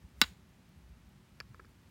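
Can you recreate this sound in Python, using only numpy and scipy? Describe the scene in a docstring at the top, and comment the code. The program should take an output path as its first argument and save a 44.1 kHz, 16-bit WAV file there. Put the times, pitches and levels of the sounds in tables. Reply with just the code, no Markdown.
"""The metal back of a pocket watch is pressed shut on a cloth, close up in a small quiet room.
The lid snaps over its rim: friction gives a crack, impact excites a short ring of normal modes,
and the recoil thumps into the hand. Later the fingers lightly tap the closed, damped case.
Throughout, the escapement ticks faintly over a low handling rumble and room noise."""
import sys
import numpy as np
from scipy import signal
from scipy.fft import rfft, irfft
from scipy.io import wavfile

SR = 44100
rng = np.random.default_rng(int(sys.argv[2]) if len(sys.argv) > 2 else 0)


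def generate_wav(sig):
    """Save sig (samples, or channels by samples) to the path in sys.argv[1] as 16-bit PCM at SR."""
    pcm = np.round(np.clip(np.atleast_2d(sig).T, -1, 1) * 32767).astype(np.int16)
    wavfile.write(sys.argv[1], SR, pcm)


N = 83790
T = np.arange(N) / SR


def from_db(db):
    """Amplitude ratio: tenfold for every 20 dB."""
    return 10 ** (np.asarray(db) / 20)


def low_pass(x, hz):
    """Second-order Butterworth roll-off above hz."""
    return signal.sosfilt(signal.butter(2, np.clip(hz, 20, .45 * SR), fs=SR, output="sos"), x + 1e-18)


def noise(spectrum):
    """Spectral shaping of white noise, scaled to unit rms."""
    hz, db = np.transpose(spectrum)
    bins = np.maximum(np.arange(N // 2 + 1) * SR / N, 1)
    gain = from_db(np.interp(np.log(bins), np.log(hz), db))
    x = irfft(rfft(rng.standard_normal(N)) * gain, N)
    return x / x.std()


def impulse(s):
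    """An ideal impact: one unit sample at time s."""
    return 1.0 * (np.arange(N) == int(s * SR))


def decay(s, t60):
    """Exponential decay from time s, falling 60 dB in t60 seconds."""
    return (T >= s) * np.exp(-np.log(1000) * np.maximum(T - s, 0) / t60)


def ring(force, modes):
    """Modal superposition: the force drives damped oscillators of alternating sign."""
    out = np.zeros(N)
    for k, (hz, db, t60) in enumerate(modes):
        r, w = np.exp(-np.log(1000) / (t60 * SR)), 2 * np.pi * hz / SR
        mode = signal.lfilter([0, np.sin(w)], [1, -2 * r * np.cos(w), r * r], force + 1e-18)
        out += (-1) ** k * from_db(db) * mode
    return out


def band_pass(x, hz, stage_width_hz):
    """Two resonators in cascade, each with a peak gain of 1."""
    r = np.exp(-np.pi * stage_width_hz / SR)
    feedback = [1, -2 * r * np.cos(2 * np.pi * hz / SR), r * r]
    for _ in range(2):
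        x = (1 - r * r) / 2 * signal.lfilter([1, 0, -1], feedback, x + 1e-18)
    return x


# Room noise spectrum: (frequency [Hz], relative density [dB])
ROOM_NOISE = [(15, -53), (25, -22.5), (36, -6.5), (49, -2.5), (114, -6), (195, -4), (317, -18.5),
              (354, -14.5), (463, -25.5), (503, -22.5), (734, -25.5), (796, -24.5), (1700, -26.5),
              (1890, -26.5), (16000, -44)]
def room_noise():
    """Stationary noise, strongest in the bass, forms the room's noise floor."""
    return from_db(-60.5) * noise(ROOM_NOISE)


# Rumble envelope: (time [s], relative level [dB])
RUMBLE_ENVELOPE = [(0.0, -71), (0.042, -57), (0.104, -78), (0.21, -45.5), (0.358, -69.5), (0.65, -73.5),
                   (0.74, -82), (0.766, -63), (0.894, -72), (1.036, -74.5), (1.068, -60), (1.21, -89),
                   (1.406, -58), (1.428, -67), (1.512, -73), (1.54, -62), (1.856, -65.5), (1.9, -70.5)]
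# Rumble spectrum: (frequency [Hz], relative density [dB])
RUMBLE_SPECTRUM = [(25, -28), (45, -10), (60, 3.5), (85, -4), (130, -17.5), (300, -46)]
# Hand bumps: (time [s], frequency [Hz], level [dB], duration [s])
HAND_BUMPS = [(0.045, 67.6, -45, 0.016), (0.16, 65, -52.5, 0.059), (0.325, 182, -53, 0.034),
              (0.772, 74.5, -53, 0.044), (0.848, 57.7, -52, 0.072), (0.908, 64.5, -46, 0.029),
              (1.064, 63, -51.5, 0.042), (1.17, 142.3, -57, 0.045), (1.381, 68.5, -55, 0.03),
              (1.508, 121, -48, 0.027)]
def handling():
    """Soft contact excites low frequencies: the moving hands rumble and bump in Gaussian tone pulses."""
    out = from_db(np.interp(T, *np.transpose(RUMBLE_ENVELOPE)) - 1) * noise(RUMBLE_SPECTRUM)
    for s, hz, db, duration in HAND_BUMPS:
        pulse = np.exp(-(2 * (T - s) / duration) ** 2)
        out += from_db(db) * pulse * np.sin(2 * np.pi * hz * (T - s))
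    return out


# Tick spectrum: (frequency [Hz], relative density [dB])
TICK_SPECTRUM = [(1000, -15), (2600, -26), (4600, 6), (7800, -14), (8700, 12), (10500, -22), (11600, -4),
                 (13500, 3), (15000, 5)]
def escapement(first_s=.0915, period_s=.2002):
    """Periodic impacts in the movement give five tiny, bright noise bursts a second."""
    beats = np.arange(first_s, T[-1], period_s)
    envelope = sum(from_db(-61.5 + rng.normal(0, .5)) * decay(s, t60=.005) for s in beats)
    return envelope * noise(TICK_SPECTRUM)


# The lid catches, slips over the rim, seats and settles:
# (time [s], relative level [dB], contact cutoff [Hz], grinding offset [dB])
LID_CONTACTS = [(0.2151, 0, 15000, -15), (0.2162, -8, 9000, -12), (0.2194, -9, 2100, -9),
                (0.2357, -33, 12000, -6), (0.2378, -23, 5500, -8), (0.2407, -25, 1900, -7)]
# Grinding spectrum of the rim: (frequency [Hz], relative density [dB])
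GRIND_SPECTRUM = [(300, -14), (700, -11), (1500, -2.5), (3000, -2), (3700, 1.5), (5200, -2.5),
                  (5900, -24.5), (6900, -5), (8500, -14.5), (12000, -17), (15000, -9)]
# Modes of lid and case: (frequency [Hz], gain [dB], T60 [s])
LID_MODES = [(1052, -29, .04), (1186.5, -26, .055), (1479.4, -17, .065), (1845, -28, .03),
             (2146, -17, .048), (2770, -23, 0.03), (3030, -29, 0.037), (3488, -16.5, 0.021),
             (3903, -18.5, 0.083), (4080, -21.5, .035), (4670, -21, .03), (5150, -25.5, 0.021),
             (5360, -23, .031), (6700, -20, .016), (9300, -33, 0.028), (10400, -38, .022),
             (13610, -33.5, 0.034), (15080, -30.5, .018)]
# Modes of the watch against hand and cloth: (frequency [Hz], gain [dB], T60 [s])
THUMP_MODES = [(175, -29, 0.052), (234.5, -25.5, 0.036), (500, -34.5, 0.027), (810, -35, 0.0087)]
SNAP_S = LID_CONTACTS[0][0]
def snap(thump_s=.2165, cutoff_s=.241):
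    """Impact and friction: the rim grinds, the watch thumps, the lid's ring is cut off quickly."""
    force, crack = np.zeros(N), np.zeros(N)
    for s, db, cutoff_hz, grind_db in LID_CONTACTS:
        force += from_db(db) * low_pass(impulse(s), cutoff_hz)
        friction = noise(GRIND_SPECTRUM) * decay(s, t60=.023)
        crack += from_db(db + grind_db + 1) * low_pass(friction, cutoff_hz)
    quick_fade = (T < cutoff_s) + decay(cutoff_s, t60=.03)
    thump = ring(impulse(thump_s), THUMP_MODES)
    return ring(force, LID_MODES) * quick_fade + crack + thump


# Clusters of lid partials: (centre frequency [Hz], initial level [dB])
PARTIAL_CLUSTERS = [(2180, -59.5), (3860, -56.5), (6878, -55.5), (9330, -64), (13650, -71.5)]
def shimmer():
    """Beating of close partials, modelled as narrow noise bands, follows the snap and dies away."""
    out = np.zeros(N)
    for hz, db in PARTIAL_CLUSTERS:
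        cluster = band_pass(rng.standard_normal(N), hz, stage_width_hz=300)
        out += from_db(db) * cluster / cluster.std()
    return out * decay(SNAP_S, t60=.26)


ROOM_DELAY_S, ROOM_T60_S = .006, .3
def reverberation(x, early_end_s=.024):
    """Convolution with the room's impulse response adds early reflections and a faint diffuse tail."""
    early = rng.standard_normal(N) * (T > ROOM_DELAY_S) * (T < early_end_s)
    tail = rng.standard_normal(N) * decay(ROOM_DELAY_S, ROOM_T60_S)
    response = (from_db(-21.5) * low_pass(early / np.linalg.norm(early), hz=4500)
                + from_db(-35) * low_pass(tail / np.linalg.norm(tail), hz=9000))
    return signal.fftconvolve(x, response)[:N]


# Spectrum of the scattered crack: (frequency [Hz], relative density [dB])
SCATTER_SPECTRUM = [(400, -8), (1000, -3), (1600, 0), (2800, -1), (4400, -2), (6000, -10), (7200, -6),
                    (11000, -15), (15000, -13)]
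def scattered_crack():
    """Diffuse scattering round the room turns the crack into a soft, decaying hiss."""
    return from_db(-49) * noise(SCATTER_SPECTRUM) * decay(SNAP_S + ROOM_DELAY_S, ROOM_T60_S)


# Touches of finger and nail:
# (time [s], relative level [dB], knock centre [Hz], tick offset [dB], thud offset [dB])
TOUCHES = [(1.4018, -13, 2380, 0.5, -23), (1.4023, 3.5, 2250, 0.5, -14), (1.4041, -11, 2070, -8.5, -14),
           (1.4075, 2.5, 1650, -17, -20), (1.4073, -7, 1700, -4, -18), (1.5445, -8.5, 1210, -15.5, -4),
           (1.595, -8, 1280, -26, 4), (1.5981, -7, 1530, -22, -6), (1.646, -15, 1480, -24, -2),
           (1.6525, -27.5, 1500, 3.5, -6)]
# Modes of the closed case, damped by the hand: (frequency [Hz], gain [dB])
CASE_MODES = [(1060, -38), (1320, -36.5), (1704, -40), (2325, -43), (2800, -59)]
# Modes of crown and bow: (frequency [Hz], gain [dB], T60 [s])
CROWN_MODES = [(4510, -37, 0.0077), (4830, -37.5, 0.0081), (5260, -40.5, 0.015), (7470, -57, 0.017),
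               (11200, -56, .01)]
# Modes of the case pushed against the hand: (frequency [Hz], gain [dB], T60 [s])
THUD_MODES = [(363, -51, 0.056), (488, -48, 0.05)]
# Contact noise spectrum: (frequency [Hz], relative density [dB])
GRIT_SPECTRUM = [(400, -2), (1500, -5), (2500, 8), (3400, -19), (5000, 0), (8000, -33), (15000, -31)]
def taps(case_t60_s=.016):
    """Impulse excitation: each touch knocks the case, ticks crown and bow, and thuds into the hand."""
    knock, tick, thud, grit = np.zeros((4, N))
    texture = noise(GRIT_SPECTRUM)
    for s, db, knock_hz, tick_db, thud_db in TOUCHES:
        knock += from_db(db) * band_pass(impulse(s), knock_hz, stage_width_hz=1180)
        tick += from_db(db + tick_db) * impulse(s)
        thud += from_db(db + thud_db) * impulse(s)
        grit += from_db(db + tick_db - 42.5) * texture * decay(s, t60=.012)
    case = ring(knock, [(hz, db, case_t60_s) for hz, db in CASE_MODES])
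    return case + ring(tick, CROWN_MODES) + ring(thud, THUD_MODES) + grit


def scene():
    """Superposition of direct sound, reflections and background noise, in mono."""
    lid, fingers = snap() + shimmer(), taps()
    shielded = from_db(-6) * fingers  # the hand shields the taps from the room
    reflections = reverberation(lid + shielded) + scattered_crack()
    return (room_noise() + handling() + escapement() + lid + reflections + fingers)[None]


def record(dry, low_hz=51, high_hz=16100):
    """Band limiting: the microphone drops the deep bass, and the top is cut steeply."""
    thin = signal.sosfilt(signal.butter(4, low_hz, "high", fs=SR, output="sos"), dry)
    return signal.sosfilt(signal.ellip(10, .1, 70, high_hz, fs=SR, output="sos"), thin)


dry = scene()
out = record(dry)
generate_wav(out)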